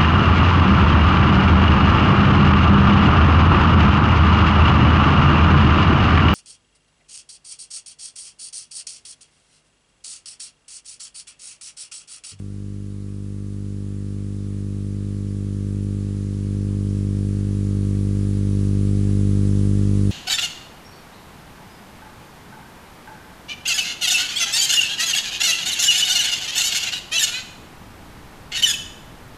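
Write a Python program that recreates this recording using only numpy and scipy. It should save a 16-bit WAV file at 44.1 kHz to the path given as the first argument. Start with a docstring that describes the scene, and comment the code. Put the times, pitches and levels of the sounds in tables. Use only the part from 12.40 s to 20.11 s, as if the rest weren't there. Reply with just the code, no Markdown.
"""In a classroom, mains hum leaks into a microphone line and swells in uneven steps.
The hum is a supply's rectifier drawing two unequal charging pulses in each mains cycle, rounded by lags.
A faint buzz of high mains overtones, built from sines, and the preamplifier's hiss, built from
coloured noise, rise with it."""
import sys
import numpy as np
from scipy import signal
from scipy.fft import rfft, irfft, next_fast_len
from scipy.io import wavfile
from scipy.ndimage import uniform_filter1d, map_coordinates

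SR = 44100
rng = np.random.default_rng(int(sys.argv[2]) if len(sys.argv) > 2 else 0)


def generate_wav(sig):
    """Save sig (samples, or channels by samples) to the path in sys.argv[1] as 16-bit PCM at SR."""
    pcm = np.round(np.clip(np.atleast_2d(sig).T, -1, 1) * 32767).astype(np.int16)
    wavfile.write(sys.argv[1], SR, pcm)


N = 340011

MAINS_HZ = 49.9298
START_CYCLE = .757  # part of the mains cycle already gone at the start
HISS_START_DB, HISS_WAIT_S, HISS_DB_PER_S = -54, 0.51, 1.6154  # it waits, then climbs steadily
HUM_WAVER_DB, HUM_WAVER_KNOTS_PER_S = 0.18, 6
BUZZ_START_DB, BUZZ_DB_PER_HISS_DB = -69, 0.83  # the higher buzz: reference level, climb against the hiss
LOW_BUZZ_BELOW_HUM_DB = 40.5
BUZZ_WAVER_DB, BUZZ_WAVER_KNOTS_PER_S = .8, 3.03
FAINT_FROM, FAINT_TO = 45, 120  # range of the faint odd multiples of the mains
FAINT_DB, FAINT_DB_PER_OCTAVE, FAINT_SCATTER_DB = -15, -3.5, 2  # against the higher buzz
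HUM_LOW_HZ, HUM_HIGH_HZ = 27, 660
TOP_HZ = 11050


def amp(db):
    """Gain of a level in dB."""
    return 10 ** (np.asarray(db) / 20)


def unit(x):
    """x at rms 1."""
    return x / np.sqrt(np.mean(x ** 2))


def curves(rows):
    """One value per sample for each column after the time."""
    s, *cols = np.transpose(rows)
    return [np.interp(np.arange(N) / SR, s, c) for c in cols]


def wobble(rate):
    """A smooth random curve, rate knots a second."""
    knots = rng.standard_normal(int(N * rate / SR) + 4)
    return map_coordinates(knots, [np.arange(N) * rate / SR])


def filtered(x, response):
    """x with its spectrum multiplied by a (possibly complex) response of frequency."""
    m = next_fast_len(N + SR // 2)  # spare room keeps the tail from wrapping round
    return irfft(rfft(x, m) * response(np.fft.rfftfreq(m, 1 / SR)), m)[..., :N]


def cycles():
    """Mains cycles gone by at each sample."""
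    return START_CYCLE + MAINS_HZ * np.arange(N) / SR


def mains_sine(multiple):
    """An overtone locked to the mains, at a random phase."""
    return np.sin(2 * np.pi * (multiple * cycles() + rng.random()))


def hiss():
    """Amplifier noise, stronger in the bass, with faint time-frequency patches of random gain."""
    # Tone colour of the hiss. Each row: frequency in Hz, relative density in dB per Hz.
    hiss_colour = [(20, 2), (60, 0), (250, 11), (450, 10), (650, -0.5), (1000, -0.5), (1600, -0.5),
                   (2500, -1.5), (5000, -2), (11000, -2)]
    z = signal.stft(rng.standard_normal(N + SR // 10), nperseg=512)[2]
    field = uniform_filter1d(rng.standard_normal(z.shape), size=12, axis=0)  # smooth over frequency
    field = uniform_filter1d(field, size=10, axis=1)  # then over time
    patchy = signal.istft(z * amp(0.72 * unit(field)), nperseg=512)[1][:N]
    f, db = np.transpose(hiss_colour)

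    def colour(hz):
        return amp(np.interp(np.log(hz + 1), np.log(f), db))

    return unit(filtered(patchy, colour))


def buzz(hum_db, hiss_db):
    """Whole multiples of the mains, mostly odd: the lowest swell with the hum, the others with the hiss."""
    # Overtones that buzz and waver. Each row: multiple of the mains, relative level in dB.
    overtones = [(13, -8.4), (14, -5.4), (15, -5.2), (17, -6.3), (19, -10.3), (20, -13.1), (21, -5.5),
                 (22, -11.7), (23, -0.3), (25, -1.7), (27, -2.9), (29, -8.1), (31, -9.1), (33, -5.9),
                 (35, -8.0), (37, -11.1)]
    low_db = hum_db - LOW_BUZZ_BELOW_HUM_DB
    high_db = BUZZ_START_DB + BUZZ_DB_PER_HISS_DB * (hiss_db - HISS_START_DB)

    strong = 0
    for multiple, db in overtones:
        own_waver = BUZZ_WAVER_DB * wobble(BUZZ_WAVER_KNOTS_PER_S)
        swell_db = low_db if multiple < 18 else high_db
        strong = strong + amp(swell_db) * amp(db + own_waver) * mains_sine(multiple)

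    odd = np.arange(FAINT_FROM, FAINT_TO, 2)
    faint_db = FAINT_DB + FAINT_DB_PER_OCTAVE * np.log2(odd / FAINT_FROM)
    faint_db = faint_db + FAINT_SCATTER_DB * rng.standard_normal(len(odd))
    faint = sum(amp(db) * mains_sine(multiple) for multiple, db in zip(odd, faint_db))
    return strong + amp(high_db) * faint


def hum():
    """Each half cycle a half-sine of current charges the supply; two lags round it and stretch its tail."""
    # Pulse scatter over time. Each row: time in seconds, timing scatter in microseconds, height scatter in dB.
    unsteady = [(0, 10, 0), (7.71, 22, 0.22)]
    # The rectifier's two halves. Each row: start as part of the cycle, length in ms, size in dB,
    # slow lag in ms, fast lag in ms.
    charge = [(.855, 2.168, 0, 1.823, .581), (.358, 1.957, -.75, 1.713, 1.711)]
    # Smooth ripple at twice the mains. One row: level in dB against a pulse, crest as part of the cycle.
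    ripple = (-28.5, .3186)
    scatter_us, scatter_db = curves(unsteady)
    ripple_db, crest = ripple
    total = amp(ripple_db) * np.cos(4 * np.pi * (cycles() - crest))

    for start, ms, db, slow, fast in charge:
        turn = cycles() + 1 - start
        # one draw of lateness and size for each pulse, held through its cycle
        late, size = rng.standard_normal((int(turn[-1]) + 1, 2))[turn.astype(int)].T
        delay_s = scatter_us / 10 ** 6 * (2 + np.clip(late, -2, 2))  # never early
        since = ((turn % 1) / MAINS_HZ - delay_s) / (ms / 1000)  # in pulse lengths
        # a pulse delivers the same charge, so a taller one is shorter
        taller = amp(scatter_db * size)
        pulse = amp(db) * taller * np.sin(np.pi * np.clip(since * taller, 0, 1))

        def lag(hz):
            slow_lag = 1 + 2j * np.pi * hz * slow / 1000
            fast_lag = 1 + 2j * np.pi * hz * fast / 1000
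            return 1 / (slow_lag * fast_lag)

        total = total + filtered(pulse, lag)

    def band(hz):
        # the coupling capacitor passes no steady current; little is left above the twelfth overtone
        low = (hz / HUM_LOW_HZ) ** 4
        return low / (1 + low) / (1 + (hz / HUM_HIGH_HZ) ** 24)

    return unit(filtered(total - total.mean(), band))


def scene():
    """The hum swells in uneven steps, the hiss at an even pace, and the buzz follows both."""
    # Swell of the hum. Each row: time in seconds, level in dB.
    swell = [(0.08, -31), (0.28, -29.9), (0.52, -30.2), (0.94, -29), (1.1, -28.7), (1.28, -27.5),
             (1.9, -26.5), (2.4, -25.1), (3.12, -24.4), (3.36, -23), (3.96, -24), (4.14, -22),
             (4.52, -20.6), (5.12, -20.5), (5.38, -19.5), (5.94, -19.3), (6.16, -18.2), (6.44, -17.9),
             (6.74, -17), (7.62, -16.5)]
    hum_db, = curves(swell)
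    hiss_db = HISS_START_DB + HISS_DB_PER_S * np.clip(np.arange(N) / SR - HISS_WAIT_S, 0, None)
    hum_part = amp(hum_db + HUM_WAVER_DB * wobble(HUM_WAVER_KNOTS_PER_S)) * hum()
    hiss_part = amp(hiss_db) * hiss()
    return (hum_part + hiss_part + buzz(hum_db, hiss_db))[None]


def record(dry):
    """A very steep low-pass leaves almost nothing above the band limit."""
    return filtered(dry, lambda hz: 1 / (1 + (hz / TOP_HZ) ** 400))


dry = scene()
out = record(dry)
generate_wav(out)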